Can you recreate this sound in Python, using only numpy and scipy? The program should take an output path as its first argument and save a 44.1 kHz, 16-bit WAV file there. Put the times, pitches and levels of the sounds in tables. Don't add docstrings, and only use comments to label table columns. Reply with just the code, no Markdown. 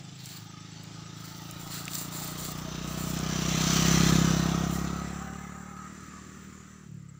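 import sys
import numpy as np
from scipy import signal
from scipy.fft import rfft, irfft, next_fast_len
from scipy.io import wavfile
from scipy.ndimage import uniform_filter1d, map_coordinates

SR = 44100
rng = np.random.default_rng(int(sys.argv[2]) if len(sys.argv) > 2 else 0)


def unload_audio(sound):
    columns = np.transpose(np.atleast_2d(sound))
    steps = np.round(np.clip(columns, -1, 1) * 32767)
    wavfile.write(sys.argv[1], SR, steps.astype(np.int16))


N = 317079
TIME = np.arange(N) / SR


def amp(db):
    return 10 ** (np.asarray(db) / 20)


def unit(x):
    return x / np.sqrt(np.mean(x ** 2) + 1e-20)


def along(colour, hz):
    f, db = np.transpose(colour)
    return np.interp(np.log(hz + 1), np.log(f + 1), db)


def curves(rows):
    times, *columns = np.transpose(rows)
    return [np.interp(TIME, times, column) for column in columns]


def wobble(rate):
    steps = np.arange(0, N * rate / SR + 1, 1 / 8)
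    smooth = map_coordinates(rng.standard_normal(int(N * rate / SR) + 4), [steps])
    return np.interp(TIME * rate, steps, smooth)


def filtered(x, response):
    size = next_fast_len(N + SR // 2)
    return irfft(rfft(x, size) * response(np.fft.rfftfreq(size, 1 / SR)), size)[:N]


def noise(colour, patchy_db=0):
    hz, _, spectrum = signal.stft(rng.standard_normal(N), SR, nperseg=1024)
    patches = uniform_filter1d(rng.standard_normal(spectrum.shape), size=4, axis=0)
    patches = uniform_filter1d(patches, size=11, axis=1)
    gain = amp(along(colour, hz)[:, None] + patchy_db * unit(patches))
    return unit(signal.istft(spectrum * gain, nperseg=1024)[1][:N])


def ring(colour, size=8192):
    cepstrum = irfft(np.log(amp(along(colour, np.fft.rfftfreq(size, 1 / SR)))))
    cepstrum[1:size // 2] *= 2
    cepstrum[size // 2 + 1:] = 0
    return irfft(np.exp(rfft(cepstrum)))


def add(track, start, sound):
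    part = track[max(round(start * SR), 0):][:len(sound)]
    part += sound[:len(part)]


PASS_S, SPEED_M_PER_S, CLOSEST_M = 3.96, 8.0, 2.995


def position(behind_m=0):
    past = SPEED_M_PER_S * (TIME - PASS_S) - behind_m
    return past, np.hypot(past, CLOSEST_M)


def sides(front_until_m=-11.5, front_turn_m=1.9, rear_from_m=10.13, rear_turn_m=1.6):
    past, _ = position()
    front = (1 - np.tanh((past - front_until_m) / (2 * front_turn_m))) / 2
    rear = (1 + np.tanh((past - rear_from_m) / (2 * rear_turn_m))) / 2
    return np.array([front, np.maximum(1 - front - rear, 0), rear])


def heard_db(behind_m, beside_db, end_on_db, front_db, rear_db, ground_db_per_m):
    past, distance = position(behind_m)
    front, _, rear = sides()
    facing_db = end_on_db * (past / distance) ** 4 + front_db * front + rear_db * rear
    loss_db = 20 * np.log10(distance / CLOSEST_M) + ground_db_per_m * (distance - CLOSEST_M)
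    return beside_db + facing_db - loss_db


def throttle(start_shut=0.46, open_s=1.44, shut_s=6.84, closing_s=0.072, settle_s=0.37):
    unopened = np.clip(start_shut * (1 - TIME / open_s), 0, 1)
    closed = np.clip((TIME - shut_s) / closing_s, 0, 1)
    just_shut = closed * np.exp(-np.abs(TIME - shut_s) / settle_s)
    return unopened, closed, just_shut


# t/s, f/Hz
FIRING_RATE = [(0.0, 25.59), (0.79, 26.08), (2.94, 30.39), (3.38, 31.03), (3.97, 33.16), (4.5, 33.79),
               (5.88, 38.6), (6.4, 39.63), (6.77, 39.54), (7.19, 34.17)]


def firings(sound_m_per_s=343):
    rate, = curves(FIRING_RATE)
    past, distance = position()
    doppler = 1 + SPEED_M_PER_S / sound_m_per_s * past / distance
    return np.cumsum(rate / doppler) / SR - .07


# f/Hz, level/dB
PIPE_FRONT = [(40, -42), (75, -19.5), (105, 2), (125, -9), (150, 2), (178, 0.5), (225, -21), (290, -7),
              (370, -17.5), (480, -35.5), (1000, -93)]
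PIPE_SIDE = [(25, -61), (65, -2), (100, -12), (130, -3.5), (165, 5), (200, -0.5), (240, -8.5), (310, -8),
             (370, -12), (460, -27), (700, -43), (1200, -90)]
PIPE_REAR = [(40, -34), (80, -5), (115, -7.5), (150, -3), (190, 3), (230, -5.5), (270, -11.5), (330, -22.5),
             (395, -11.5), (480, -39), (1200, -75.5)]
PIPE_SHUT = [(45, -43), (80, -25), (110, -1.5), (145, 1), (185, -2), (240, -22.5), (330, -28), (450, -37),
             (900, -63)]


def exhaust(cycle, scatter_db=0.6, waver_db=0.5, burble_db=10.5):
    unopened, closed, just_shut = throttle()
    shut, facing = unopened + closed, sides()
    level_db = heard_db(behind_m=1.2, beside_db=-23.5, end_on_db=-0.4,
                        front_db=0.36, rear_db=-9, ground_db_per_m=0.1051) + waver_db * wobble(6)
    fired = np.flatnonzero(np.diff(np.floor(cycle)))
    puffs = np.zeros(N)
    puffs[fired] = amp(scatter_db * rng.standard_normal(len(fired)))
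    *driven, coasting = [unit(signal.fftconvolve(puffs, ring(pipe))[:N])
                         for pipe in (PIPE_FRONT, PIPE_SIDE, PIPE_REAR, PIPE_SHUT)]
    thump = (1 - shut) * np.sum(facing * driven, axis=0) + shut * coasting
    boom = np.sqrt(2) * np.cos(2 * np.pi * (2 * cycle - .05))
    boom_gain = amp([-28, -5.5, -8.5]) @ facing
    gas = amp(-19) * noise([(20, -24), (60, -11), (150, 1), (380, -5), (600, -20), (2000, -50)])
    return amp(level_db) * (amp(burble_db * just_shut) * (thump + gas) + boom_gain * boom)


# t/s, f/Hz, level/dB
HUM = [(0, 134.5, -57.5), (.2, 129.9, -46.5), (.33, 122.3, -56), (.45, 108.2, -55.5), (.6, 104, -77),
       (.9, 104, -110)]


def hum():
    hz, db = curves(HUM)
    return amp(db + wobble(14)) * np.sqrt(2) * np.sin(2 * np.pi * np.cumsum(hz) / SR)


# f/Hz, level/dB
CASING_FRONT = [(200, -4), (520, -8.5), (720, -2.5), (880, -3), (1020, -6), (1250, 2.5), (1420, -3.5),
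                (1700, -12.5), (2000, -6.5), (3000, -33), (9000, -38)]
CASING_SIDE = [(150, -7), (330, -1.5), (520, -3), (720, -1), (950, -4.5), (1120, 0), (1250, 2),
               (1420, -3.5), (1900, -14.5), (2600, -12.5), (5000, -63), (12000, -42)]
CASING_REAR = [(200, -15), (550, -13.5), (780, -10.5), (980, -10), (1140, -1), (1250, 3.5), (1440, -3),
               (1700, -6), (2100, -9), (2700, -36), (9000, -61)]


def clatter(cycle, slack_db=-12.5):
    _, _, just_shut = throttle()
    level_db = heard_db(behind_m=0.7, beside_db=-35, end_on_db=3.5,
                        front_db=8.5, rear_db=1.9, ground_db_per_m=0.6258)
    casing = [noise(CASING_FRONT, 2.5), noise(CASING_SIDE, 0.8), noise(CASING_REAR, 3.5)]
    beat = amp(np.cos(2 * np.pi * (cycle - .2)) + 0.5 * wobble(150))
    rattle = unit(beat * np.sum(np.sqrt(sides()) * casing, axis=0))
    return amp(level_db + slack_db * just_shut) * (rattle + gear_whine(cycle))


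# loudest t/s, half length/s, waves per firing, relative level/dB, width/Hz
WHINES = [(0.66, 1, 31.8, -7.5, 24.9), (2.95, 0.94, 20.9, -8, 30), (4.71, 0.4, 21.4, -4.5, 170.4),
          (4.855, 0.7, 56, -10.5, 50.14), (5.437, 0.46, 21.8, -5.5, 44.8), (6.5, 0.61, 46, -7, 249.3)]


def gear_whine(cycle, trim_db=-2.5):
    out = np.zeros(N)
    for loudest, half_length, multiple, db, width_hz in WHINES:
        swell = np.exp(-((TIME - loudest) / half_length) ** 4)
        phase = 2 * np.pi * multiple * cycle
        note = unit(wobble(width_hz) * np.cos(phase) + wobble(width_hz) * np.sin(phase))
        out += amp(db + trim_db) * swell * note
    return out


# f/Hz, level/dB
HISS_FRONT = [(700, -20), (1600, -5.5), (2400, -3.5), (2900, 1.5), (3700, 1), (4900, -1), (6200, -0.5),
              (7500, -19), (9500, -24.5), (15000, -36)]
HISS_SIDE = [(700, -19), (1600, 0), (2400, -3), (3000, 0.5), (3900, 1), (4900, -3.5), (6000, 2.5),
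             (7500, -9.5), (9500, -18.5), (15000, -22.5)]
HISS_REAR = [(700, -15), (2300, 4), (2900, 0.5), (3400, -8), (4000, -1.5), (4900, -12), (5500, -1.5),
             (5950, 7.5), (6500, 1.5), (7500, 4), (9500, -12), (12000, -19), (15000, -16.5)]


def chain_and_tyres(cycle, coasting_db=-10):
    _, closed, _ = throttle()
    level_db = heard_db(behind_m=-0.5, beside_db=-29, end_on_db=-10,
                        front_db=4.5, rear_db=-7, ground_db_per_m=0.0334)
    hiss = [noise(HISS_FRONT, 3.0), noise(HISS_SIDE, 2.5), noise(HISS_REAR, 4.5)]
    links = unit(amp(1.16 * wobble(400) + 0.43 * wobble(40) + 1.2 * np.cos(2 * np.pi * (cycle - .25))))
    return amp(level_db + coasting_db * closed) * links * np.sum(np.sqrt(sides()) * hiss, axis=0)


# f/Hz, level/dB
AIR = [(20, -15), (100, 20), (300, 19), (700, -2.5), (2000, 5), (3200, -0.5), (5000, -1.5), (7400, 1),
       (9500, -15), (15000, -27)]


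def air():
    return amp(-60.5 + 3.8 * wobble(2.37)) * noise(AIR)


# start t/s, end t/s
SONGS = [(.037, 1.2), (7.086, 7.15)]


def insect(start_hz=7900, end_hz=7450, length_s=0.029, every_s=0.1123, db=-56):
    out, progress = np.zeros(N), np.linspace(0, 1, int(length_s * SR))
    shape = np.sin(np.pi * np.sqrt(progress)) ** 2
    for start in np.concatenate([np.arange(first, end, every_s) for first, end in SONGS]):
        hz = (start_hz + (end_hz - start_hz) * progress) * (1 + .004 * rng.standard_normal())
        chirp = shape * np.sin(2 * np.pi * np.cumsum(hz) / SR)
        add(out, start, amp(db + rng.standard_normal()) * chirp)
    return out


# f/Hz, level/dB
CLOTH = [(600, -18), (1700, 3), (3200, 0.5), (4400, 11.5), (5400, 0.5), (7300, 7), (9000, 2), (12000, -3.5),
         (15500, -1.5)]
# start t/s, length/s, level/dB, extra level/dB for the lower swish
STROKES = [(0.187, 0.062, -61.5, 13), (0.254, 0.13, -51, 6), (1.2, .14, -53.5, 0), (1.348, 0.29, -55, -12),
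           (1.6, .09, -48.5, -6), (1.713, 0.083, -40.5, 3), (1.922, 0.11, -38, -5), (2.127, .19, -40, -2),
           (2.386, 0.12, -40, -3), (2.495, .11, -49, -12), (2.874, .13, -48.5, -9), (2.985, 0.15, -42, -7),
           (4.715, 0.065, -45, -12)]


def cloth(rise_db_per_s=300, fall_db_per_s=150, arch_db=3.5, grain_db=2.0, swish_below_hz=6000):
    high_gain, low_gain = np.zeros(N), np.zeros(N)
    for start, length, db, swish_db in STROKES:
        age = TIME - start
        fade_db = rise_db_per_s * np.maximum(-age, 0) + fall_db_per_s * np.maximum(age - length, 0)
        off_middle = np.minimum(np.abs(2 * age / length - 1), 1)
        stroke = amp(db - arch_db * off_middle ** 2 - fade_db)
        high_gain = np.maximum(high_gain, stroke)
        low_gain = np.maximum(low_gain, amp(swish_db) * stroke)
    slips = unit(noise(CLOTH, patchy_db=1.0) * amp(grain_db * wobble(900) + 2.0 * wobble(70)))
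    swish = filtered(slips, lambda hz: 1 / (1 + (hz / swish_below_hz) ** 8))
    return low_gain * swish + high_gain * (slips - swish)


# t/s, peak level/dB, f/Hz
TICKS = [(.258, -30.5, 6000), (.29, -38, 7200), (.836, -46, 13000), (1.511, -30, 8500), (1.854, -28, 7000),
         (1.880, -21.5, 2600), (1.934, -24, 4400), (1.953, -20.5, 5600), (1.984, -27, 7400),
         (2.012, -31, 7700), (2.876, -31, 5900), (3.190, -29, 7000)]


def ticks(width_octaves=0.53, rise_s=.0008, fade_s=.008):
    out, t = np.zeros(N), np.arange(SR // 25) / SR
    hz = np.fft.rfftfreq(len(t), 1 / SR)
    shape = amp(-60 * t / fade_s) * (1 - np.exp(-t / rise_s))
    for start, db, pitch_hz in TICKS:
        colour = 1 / (1 + (np.log2((hz + 1) / pitch_hz) / width_octaves) ** 2)
        burst = shape * rng.standard_normal(len(t))
        snap = irfft(rfft(burst) * colour, len(t))[:len(t) // 2]
        add(out, start, amp(db) * snap / np.abs(snap).max())
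    return out


def scene():
    cycle = firings()
    mix = exhaust(cycle) + hum() + clatter(cycle) + chain_and_tyres(cycle)
    mix += air() + insect() + cloth() + ticks()
    return mix[None]


# f/Hz, width/Hz, level/dB
MIC_OPENING = [(1261, 37, 5), (6320, 470, 4.5), (6520, 255, -9), (7250, 780, 7.5), (15000, 670, 17)]


def record(dry, top_hz=15750):
    def response(hz):
        boost_db = sum(db / (1 + (2 * (hz - centre) / width) ** 2) for centre, width, db in MIC_OPENING)
        return amp(boost_db) * (hz < top_hz)
    return filtered(dry[0], response)[None]


dry = scene()
out = record(dry)
unload_audio(out)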